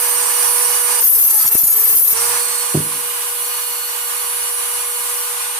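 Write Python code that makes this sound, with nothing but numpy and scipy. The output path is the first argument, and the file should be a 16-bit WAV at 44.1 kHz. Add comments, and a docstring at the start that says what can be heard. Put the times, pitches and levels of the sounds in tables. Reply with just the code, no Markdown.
"""A cordless rotary tool whines at about 29000 rpm: motor tones, a spindle hum, fan air and brush hiss.
Its cut-off disc then grinds a steel screw in a vice for a second: looped rim noise, growl and dull bumps.
The motor sags under the load and gain control turns the loud cut down, motor included.
Late in the cut the screw starts a brief hum, a low sine that fades after it; the spindle runs back up.
The tool lands on a wooden bench, a bank of ringing modes, and keeps running to the end."""
import sys
import numpy as np
from scipy import signal
from scipy.fft import rfft, irfft, next_fast_len
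from scipy.io import wavfile
from scipy.ndimage import uniform_filter1d, minimum_filter1d, map_coordinates

SR = 44100
rng = np.random.default_rng(int(sys.argv[2]) if len(sys.argv) > 2 else 0)


def persist_wave(psi):
    """Save psi, clipped to +-1, as 16-bit WAV."""
    counts = np.round(np.clip(psi, -1, 1) * 32767).astype(np.int16)
    wavfile.write(sys.argv[1], SR, np.atleast_2d(counts).T)


N = 246519
TIME = np.arange(N) / SR


def from_db(db):
    """Decibels to gain."""
    return 10 ** (np.asarray(db) / 20)


def rms_one(x):
    """Scale to rms 1."""
    return x / np.sqrt(np.mean(x ** 2) + 1e-20)


def butter(order, hz, kind="low"):
    """Butterworth filter sections."""
    return signal.butter(order, hz, kind, fs=SR, output="sos")


def in_time(rows):
    """Each column of a curve, sample by sample."""
    s, *columns = np.transpose(rows)
    return [np.interp(TIME, s, column) for column in columns]


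def swell(s, half_s):
    """A smooth rise to 1 and fall around the time s."""
    return np.exp(-((TIME - s) / half_s) ** 2)


def drift(rate):
    """Smooth random curve of spread about 1 that changes about rate times a second."""
    knots = rng.standard_normal(int(2 * rate * N / SR) + 4)
    smooth = signal.resample(knots, 8 * len(knots))
    return np.interp(TIME * 16 * rate, np.arange(len(smooth)), smooth)


def lagging(x, time_s):
    """Follow x with a time constant."""
    r = np.exp(-1 / (time_s * SR))
    return signal.lfilter([1 - r], [1, -r], x)


def ring(force, hz, t60):
    """A resonator: a unit click sets a sine of height 1 ringing, 60 dB down after t60 seconds."""
    r = from_db(-60 / (t60 * SR))
    w = 2 * np.pi * hz / SR
    return signal.lfilter([0, np.sin(w)], [1, -2 * r * np.cos(w), r * r], force + 1e-18)


def colour(pair, spectrum):
    """Give two channels their spectra; their mean has rms 1."""
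    hz, *sides = np.transpose(spectrum)
    size = next_fast_len(N)
    log_hz = np.log(np.fft.rfftfreq(size, 1 / SR) + 1)
    gains = from_db([np.interp(log_hz, np.log(hz), side) for side in sides])
    out = irfft(rfft(pair, size) * gains, size)[:, :N]
    return out / np.std(out.mean(axis=0))


def stereo_noise(alike_hz):
    """White noise, the same at both ears in the bass and wide in the treble."""
    mid, side = rng.standard_normal((2, N))
    side = signal.sosfilt(butter(1, alike_hz, "high"), side)
    return np.array([mid + side, mid - side])


def worn_rim(turns, memory, count):
    """A pattern of count spots round the rim that returns every turn, a little changed by wear."""
    keep = np.clip(memory, 0, .98)
    fresh = rng.standard_normal((int(turns[-1]) + 2, count))
    rim = signal.lfilter([np.sqrt(1 - keep ** 2)], [1, -keep], fresh, axis=0)
    return map_coordinates(rim.ravel(), [turns * count], order=3, mode="nearest")


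def buzzing_noise(turns, buzz, memory, period=2):
    """Turbulence, part of which repeats every period turns as a dense buzz of unsteady tones."""
    repeated = np.array([worn_rim(turns / period, memory, count=96 * period) for ear in range(2)])
    repeated = signal.sosfilt(butter(2, 1500, "high"), repeated)
    plain = stereo_noise(alike_hz=1040)
    # plain noise stands in for the repeats in the bass
    bass = signal.sosfilt(butter(2, 1500), stereo_noise(alike_hz=1040))
    return plain + buzz * (repeated + bass)


def tone(turns, multiple, waver_db, spread):
    """One fluttering tone locked to the spindle; the higher the multiple, the more the ears differ."""
    phase = 2 * np.pi * (multiple * turns + rng.random())
    height = multiple / (multiple + 2)
    mid = np.sin(phase)
    side = spread * height * np.cos(phase + .5 * drift(1.273)) * rng.choice([-1, 1])
    flutter_db = waver_db * (.5 * drift(6.6) + drift(30)) * height
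    return np.array([mid + side, mid - side]) * from_db(flutter_db)


def spindle():
    """Angle in turns and load (0-1): the motor sags in the cut and spins up again after it."""
    # running free: (time [s], speed [turns per s])
    free_speed = [(0, 483), (.3, 485.4), (1, 485.2), (2.6, 483), (3.3, 483.3), (4, 484.2), (4.35, 485.3),
                  (4.7, 483.8), (5.59, 484.8)]
    # slowed by the load of the cut: (time [s], speed lost [turns per s])
    load_sag = [(1.04, 0), (1.1, 9), (1.25, 18), (1.325, 50), (1.44, 58), (1.535, 28), (1.6, 55),
                (1.68, 42), (1.82, 37), (1.88, 42), (1.94, 35), (2, 37), (2.08, 26), (2.13, 37)]
    spin_up_s = .07  # time constant of the recovery
    sag, = in_time(load_sag)
    sag = sag * np.exp(-np.maximum(TIME - load_sag[-1][0], 0) / spin_up_s)
    free, = in_time(free_speed)
    speed = free - sag + .45 * drift(4) + .25 * drift(12) + .45 * drift(90)
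    return np.cumsum(speed) / SR, sag / sag.max()


def whine(turns, on_bench, level_db):
    """Fan and commutator tones on multiples of the spindle rate; single tones change as they beam."""
    # motor tones before the overall level:
    # (multiple of spindle rate, level in the hand [dB], level on the bench [dB], left minus right [dB])
    motor_tones = [(2, -32, -40, -1), (3, -34.5, -39, -3.5), (6, -34.5, -37.5, -6.5), (9, -37.5, -36, 2),
                   (12, -35.5, -43, -8), (15, -42, -41.5, -6.5), (17.5, -40, -37, -3), (18, -20, -32, -4.5),
                   (18.5, -35.5, -42, -5), (20, -34, -36.5, -13), (20.5, -33, -40, 10),
                   (21, -21, -29, -0.5), (22, -25.5, -34, -9), (22.5, -26, -54, 0), (23, -31, -37, -5),
                   (24, -42, -33, -5), (25, -42, -45, 0), (26, -40, -34, -7), (27, -32, -33, -2),
                   (29, -36, -37, 6)]
    # as the tool turns, a tone beams towards the microphone or away:
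    # (time [s], half length [s], multiple of spindle rate, change [dB])
    tone_beams = [(2.29, .15, 3, 4), (2.43, .13, 6, -7), (2.24, .09, 9, 3), (2.52, .14, 9, 8.5),
                  (5.15, .7, 9, -3), (3.2, .19, 9, -11), (3.7, .19, 9, 3.5), (2.24, .08, 12, 8),
                  (3.1, .55, 15, -6), (3.66, 0.25, 18, -17), (5.67, .45, 18, 8), (0.16, 0.18, 21, -7),
                  (0.55, 0.24, 21, 1), (3.62, 0.33, 21, -10), (4.53, 0.36, 21, 6), (3.2, 0.47, 22, 8),
                  (3.5, 1, 23, 2), (4, .4, 27, 4)]
    out = np.zeros((2, N))
    for multiple, held_db, bench_db, pan_db in motor_tones:
        db = held_db + on_bench * (bench_db - held_db) + level_db
        for s, half_s, beamed, change_db in tone_beams:
            if beamed == multiple:
                db = db + change_db / (1 + ((TIME - s) / half_s) ** 8)  # flat top, steep sides
        pan = from_db([[pan_db / 2], [-pan_db / 2]])
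        out += from_db(db) * pan * tone(turns, multiple, waver_db=1.6, spread=1.0)
    return out


def unbalance(turns, load, near_db, level_db):
    """Hum at the spindle rate; under load the groove holds the disc steady and the hum fades and breaks."""
    # the hum breaks off: (time [s], half length [s], change [dB])
    hum_breaks = [(1.275, .03, -9), (1.405, .035, -18), (1.61, .035, -8), (2.06, .05, -6)]
    steadied_db = -5  # change at full load
    db = level_db + 1.17 * near_db + steadied_db * load ** 6
    db = db + sum(change_db * swell(s, half_s) for s, half_s, change_db in hum_breaks)
    return from_db(db) * tone(turns, 1, waver_db=3.5, spread=0.025)


def cooling_air(turns, near_db, on_bench, held_db, bench_db):
    """The fan pushes a whirring stream through the housing slots; its colour changes on the bench."""
    # spectra of the air, in the hand and on the bench: (frequency [Hz], left [dB], right [dB])
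    held_colour = [(100, -31, -64), (200, -38, -27), (307, -17.5, -15.5), (470, -6.5, -6.5),
                   (630, -14.5, -8), (790, -8.5, 3.5), (1050, 3, 8.5), (1226, -2.5, 6), (1440, 0.5, -8.5),
                   (1750, 2, 3.5), (1870, -4, 1), (2560, 0, -1.5), (3100, -2.5, -5.5), (4280, -6, -3.5),
                   (5030, 5, -1.5), (4920, -14, -9), (5890, -0.5, 6.5), (6800, 1.5, -10), (8800, -4, 9.5),
                   (12100, -28, -30)]
    bench_colour = [(100, -34, -35), (203, -42, -42), (325, -26, -25), (470, -15.5, -11), (593, -25, -19.5),
                    (766, -15.5, -3), (1030, -17, 5), (1276, -7, 1.5), (1256, -9.5, -10.5),
                    (1540, -1, -6.5), (1790, -7.5, -5.5), (2460, -7.0, -2), (3120, -7, -4),
                    (3850, -7, -6.5), (4870, -6, -7), (5150, -20, -8), (5800, -1, -8), (7260, -21, -2.5),
                    (8500, 0, -3), (12000, -25.5, -35)]
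    stream = buzzing_noise(turns, buzz=2, memory=.72)
    held = from_db(held_db + .5 * near_db) * colour(stream, held_colour)
    lying = from_db(bench_db) * colour(stream, bench_colour)
    return from_db(0.98 * drift(8.5)) * (held + on_bench * (lying - held))


def brushes(turns, near_db, on_bench, ring_db, hiss_db, throb, held_pan_db, bench_pan_db):
    """The brushes rub hardest once a turn: a fine hiss, and the housing ringing at 8-11 kHz."""
    # spectra of the ringing housing and the hiss: (frequency [Hz], left [dB], right [dB])
    housing_colour = [(5200, -37, -33), (7740, -13, -7.5), (8100, -10, -1), (8800, 0, 6), (10300, 5, 8.5),
                      (10780, 8.5, 5), (11550, -3.5, 3), (12300, -14, -13), (15000, -22, -14)]
    hiss_colour = [(5500, -33, -44), (7400, -2.5, -25), (8500, -6, -29), (10900, 2, -3), (12500, 1, 1.5),
                   (14000, 1.5, 0), (14800, -5, -3), (15700, -3, 0), (16500, -58, -50)]
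    rub = 1 + throb * np.cos(2 * np.pi * turns)
    housing = colour(rub * buzzing_noise(turns, buzz=.8, memory=.7), housing_colour)
    hiss = colour(rub * buzzing_noise(turns, buzz=.5, memory=.7), hiss_colour)
    balance_db = held_pan_db + on_bench * (bench_pan_db - held_pan_db)
    pan = from_db([balance_db / 2, -balance_db / 2])
    ringing = from_db(ring_db + 1.44 * near_db + 0.44 * drift(36)) * pan * housing
    return ringing + from_db(hiss_db + 1.32 * near_db) * hiss


def beaming(x):
    """The brush noise beams as the tool turns: three parts of the treble rise and fall."""
    # (time [s], change below 9.4 kHz [dB], change at 9.4-11.5 kHz [dB], change above [dB])
    treble_beams = [(0, -16, 0.5, 6), (.25, 4, -8.5, 3.5), (.45, -7, 3, 4.5), (1, -4.5, -2.5, 2.5),
                    (2.3, 1.5, -4, 1.5), (2.6, 8.5, -7, 3.5), (2.85, 2.5, 4.5, 1), (3.1, 2, -2.5, 4),
                    (3.55, 1.5, 2.5, 5.5), (3.95, 4.5, 0.5, 6.5), (4.35, 4.5, 6.5, 4), (5.1, 5.5, 2, 4),
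                    (5.59, -10, 3, 2)]
    low_db, middle_db, high_db = in_time(treble_beams)
    low, below = (signal.sosfiltfilt(butter(8, hz), x) for hz in (9400, 11500))
    return from_db(low_db) * low + from_db(middle_db) * (below - low) + from_db(high_db) * (x - below)


def rumble(level_db, top_hz):
    """Faint low background of the shed: noise through a gentle low-pass."""
    low = signal.sosfilt(butter(1, top_hz), stereo_noise(alike_hz=100))
    return from_db(level_db) * rms_one(low)


def touching():
    """How firmly the disc lies on the steel, as a gain that sinks in slowly and lets go fast."""
    # a first touch, a light graze, then the cut: (start [s], end [s], level [dB])
    contacts = [(1.001, 1.016, -5), (1.012, 1.036, -15), (1.033, 2.132, 1)]
    bite_s, let_go_s = .03, .003  # ramp in, time constant out
    firmness = np.zeros(N)
    for start, end, db in contacts:
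        sink_in = np.clip((TIME - start) / bite_s, 0, 1)
        firmness += from_db(db) * sink_in * np.exp(-np.maximum(TIME - end, 0) / let_go_s)
    return firmness


def grinding(turns, level_db, lumpy_db, flutter_db, lag_s, top_db):
    """Grit strikes in nearly the same order each turn, high spots bite harder; disc and screw ring."""
    # the disc in the groove, before the overall levels:
    # (time [s], grinding level [dB], share of the brightest ring [dB])
    cut_curve = [(1.045, -8.5, 2), (1.07, -16, 3), (1.416, -20, -9), (1.532, -13.5, 0.5), (1.54, -27, -10),
                 (1.586, -14, -5.5), (1.746, -19.5, 3), (1.762, -20, -1), (1.862, -21, 17),
                 (1.966, -13.5, 2), (2.002, -16.5, 14), (2.12, -18.5, -5.5)]
    # spectrum of the rasp: (frequency [Hz], left [dB], right [dB])
    grind_colour = [(101, -19, -41), (510, -23.5, -27.5), (3760, -20.5, -19), (4770, -16.5, -13.5),
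                    (7080, -8.5, -7.5), (8000, -45, -41), (8030, -5, -3), (8960, -2, -6), (8960, 0.5, -14),
                    (10630, -27, 11), (10830, 8, -30), (12450, 8, 9.5), (14800, 4.5, -4), (16400, -29, -16)]
    # the disc bites harder or rides up in the groove: (time [s], half length [s], change [dB])
    groove_bites = [(1.095, 0.013, 1), (1.21, 0.0055, 1), (1.4, 0.057, -1.5), (1.45, 0.031, -5.5),
                    (1.515, .014, -7), (1.566, 0.017, -2), (1.943, 0.013, -3.5), (1.979, .016, 0)]
    scrape_db, scrape_flutter_db = .5, 1.5  # scraping rim beside the grit, and how unevenly it bears
    grind_db, bright_db = in_time(cut_curve)

    angle = turns + .0025 * drift(70)
    grit = worn_rim(angle, memory=.85, count=96) + .3 * rng.standard_normal(N)
    scattered = worn_rim(angle, memory=.8, count=96) + .3 * rng.standard_normal(N)
    bite = from_db(lumpy_db * worn_rim(turns, memory=0.68, count=8))
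    direct = rms_one(grit * bite)
    # the right ear hears the contact later, mixed with sound off the vice and the bench
    right = rms_one(np.interp(TIME - lag_s, TIME, direct) + rms_one(scattered * bite))
    strikes = signal.sosfilt(butter(6, 8000, "high"), np.array([direct, right]))

    # below 8 kHz the rim scrapes alike on every turn: a comb of tones that bends with the speed
    rim = rms_one(buzzing_noise(turns + .006 * drift(45), buzz=8, memory=.9, period=1))
    scrape = signal.sosfilt(butter(6, 8000), rim)
    scrape = scrape * from_db(scrape_db + scrape_flutter_db * drift(25))
    rasp = colour(strikes + scrape, grind_colour)

    # the angle of the disc in the groove decides how bright it rings
    top = signal.sosfiltfilt(butter(4, 13200, "high"), rasp)
    share = np.clip(from_db(bright_db + top_db + 1.5 * drift(12)) ** 2, .1, .8)
    rasp = np.sqrt(2 * share) * top + np.sqrt(2 * (1 - share)) * (rasp - top)
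    pressure_db = sum(change_db * swell(s, half_s) for s, half_s, change_db in groove_bites)
    return from_db(grind_db + pressure_db + level_db + flutter_db * drift(35)) * rasp


def growl(turns, load, chatter_db):
    """The loaded shaft shakes the housing at low multiples of its rate, more as the load grows."""
    # (multiple of spindle rate, level at full load [dB], change at no load [dB])
    growl_tones = [(2, -33, -11), (3, -30, -11), (4, -37, -9)]
    # the disc snags and a tone swells: (time [s], half length [s], multiple of spindle rate, gain [dB])
    snags = [(1.335, .05, 2, 9), (1.39, .07, 3, 2), (1.72, .05, 3, 4), (1.9, .06, 4, 5)]
    shake_turns = .026  # jitter about the steady angle
    out = np.zeros((2, N))
    angle = turns + shake_turns * drift(70)
    for multiple, full_db, eased_db in growl_tones:
        db = full_db + eased_db * (1 - load) + chatter_db * drift(17)
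        for s, half_s, shaken, gain_db in snags:
            if shaken == multiple:
                db = db + gain_db * swell(s, half_s)
        out += from_db(db) * tone(angle, multiple, waver_db=1.5, spread=1.0)
    return out * from_db([[-2], [1.5]])


def bumps():
    """Dull damped knocks as the disc jumps and the hand shifts: a click into one resonator each."""
    # (time [s], level [dB], frequency [Hz], t60 [s])
    bump_rows = [(1.03, -42, 110, .08), (1.445, -24, 200, .015), (1.456, -22, 125, .03),
                 (1.5525, 1, 330, .006), (1.6345, -8, 200, .008), (1.642, -16, 135, .025),
                 (2.127, -24, 130, .02), (2.128, -17, 600, .008)]
    out = np.zeros(N)
    for s, db, hz, t60 in bump_rows:
        click = np.zeros(N)
        click[round(s * SR)] = from_db(db)
        out += ring(click, hz, t60)
    return out


def screw_hum():
    """The screw swings unevenly in the vice: a low wavering sine, entering late in the cut, fading after."""
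    screw_hz, level_db = 97, -48.5
    start_s, attack_s, hold_s, fade_db_per_s = 2.01, 0.041, 0.35, 105  # hold counts from the start
    since = TIME - start_s
    fade_db = fade_db_per_s * np.maximum(since - hold_s, 0)
    swing = np.clip(since / attack_s, 0, 1) * from_db(level_db - fade_db)
    return swing * from_db(2.5 * drift(12)) * np.sin(2 * np.pi * screw_hz * TIME + .8 * drift(21))


def pushes(rows):
    """Soft contacts as squared-sine pulses from rows of (time [s], level [dB], length [s])."""
    out = np.zeros(N)
    for s, db, length_s in rows:
        push = np.sin(np.pi * np.clip((TIME - s) / length_s, 0, 1)) ** 2
        out += from_db(db) * push / push.sum()
    return out


def bench(level_db, lean_db, rattle_db, rattle_t60, tail_db, tail_t60):
    """Bounces drive the modes of the bench top; loose things rattle; the shed answers with a dull tail."""
    # the tool lands and bounces: (time [s], level [dB], contact length [s])
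    bounces = [(2.7455, -12.5, 0.0014), (2.7512, -7.5, 0.0014), (2.772, -10.5, 0.0022),
               (2.792, -21, 0.0026), (2.802, -18.5, 0.0018), (2.823, -34, 0.0021), (2.869, -37, 0.0032),
               (2.911, -42, 0.0033)]
    # modes of the wooden top: (frequency [Hz], level [dB], t60 [s])
    bench_modes = [(110, -27, 0.07), (155, -8.5, 0.2), (193, -17, 0.085), (224, -12, 0.067),
                   (268, -4, 0.09), (316, -6.5, 0.079), (354, -17, .05), (385, -6, 0.068),
                   (413, -16, 0.099), (520, -17, .03), (600, -7.5, .045), (728, -15, 0.029)]
    since = TIME - bounces[0][0]
    touches = (rng.random(N) < 300 / SR) * rng.standard_normal(N) * (since > 0)  # about 300 a second
    rattle = lagging(touches, .0005) * from_db(rattle_db - 60 * np.abs(since) / rattle_t60)
    force = -pushes(bounces) + rattle
    thud = np.zeros((2, N))
    for k, (hz, db, t60) in enumerate(bench_modes):
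        # neighbouring modes radiate towards opposite ears
        lean = (-1) ** k * np.array([[lean_db], [-lean_db]])
        thud += from_db(db + lean) * ring(force, hz, t60)
    thud = signal.sosfilt(butter(3, 88, "high"), thud)
    shed = rng.standard_normal((2, SR)) * from_db(-60 * TIME[:SR] / tail_t60)
    shed /= np.linalg.norm(shed, axis=1, keepdims=True)
    tail = signal.fftconvolve(thud, shed, axes=1)[:, :N]
    return from_db(level_db) * (thud + from_db(tail_db) * tail)


def scene():
    """One spindle angle drives motor, air, brushes and disc; bumps, screw, bench and rumble join in."""
    # how near the tool is to the microphone, weighted by each layer: (time [s], level [dB])
    nearness = [(0, -2.5), (.55, -2.5), (2.28, -1), (2.55, -5), (2.85, -6.5), (3.5, -6.5), (3.9, -8.5),
                (4.7, -7.5), (5.2, -6), (5.59, -9.5)]
    lowered_s, resting_s = 1.98, 2.94  # the hand takes the tool down to the bench
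    turns, load = spindle()
    near_db, = in_time(nearness)
    on_bench, = in_time([(lowered_s, 0), (resting_s, 1)])
    contact = touching()

    shaken_turns = turns + 0.0038 * contact * drift(89)
    motor = from_db(-6 * load) * whine(shaken_turns, on_bench, level_db=-4.5)
    motor = motor + unbalance(turns, load, near_db, level_db=-29.5)
    air = from_db(-1.5 * load) * cooling_air(turns, near_db, on_bench, held_db=-23, bench_db=-30.0)
    brush = beaming(brushes(turns, near_db, on_bench, ring_db=-21.0, hiss_db=-24.5, throb=0.16,
                            held_pan_db=-9.5, bench_pan_db=-1.0))
    background = rumble(level_db=-76, top_hz=9.2)
    rasp = grinding(turns, level_db=14.5, lumpy_db=-2.0, flutter_db=3, lag_s=0.000317, top_db=1.5)
    cut = contact * (rasp + growl(turns, load, chatter_db=2.2))
    landing = bench(level_db=-0.5, lean_db=1.5, rattle_db=-30.5, rattle_t60=0.79,
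                    tail_db=-16, tail_t60=0.3)
    return motor + air + brush + background + cut + bumps() + screw_hum() + landing


def gain_control(x, threshold_db, squeeze, time_s, ahead_s):
    """Above the threshold the gain drops by a share of the excess: the motor recedes behind the cut."""
    level_db = 10 * np.log10(lagging(np.mean(x ** 2, axis=0), time_s) + 1e-12)
    level_db = np.interp(TIME + ahead_s, TIME, level_db)  # look ahead
    return x * from_db(-np.clip(squeeze, 0, 1) * np.maximum(level_db - threshold_db, 0))


def record(dry):
    """The microphone sheds deep bass, gain control tames the cut, a limiter holds peaks, the top is cut."""
    cutoff_hz = 15480
    thin = signal.sosfilt(butter(2, 55, "high"), dry)
    even = gain_control(thin, threshold_db=-13.0, squeeze=.76, time_s=0.014, ahead_s=0.0075)
    allowed = np.minimum(1, .97 / (np.abs(even).max(axis=0) + 1e-9))
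    gain = uniform_filter1d(minimum_filter1d(allowed, size=131), size=131)  # about 3 ms
    return signal.sosfilt(signal.ellip(12, .1, 90, cutoff_hz, fs=SR, output="sos"), even * gain)


dry = scene()
out = record(dry)
persist_wave(out)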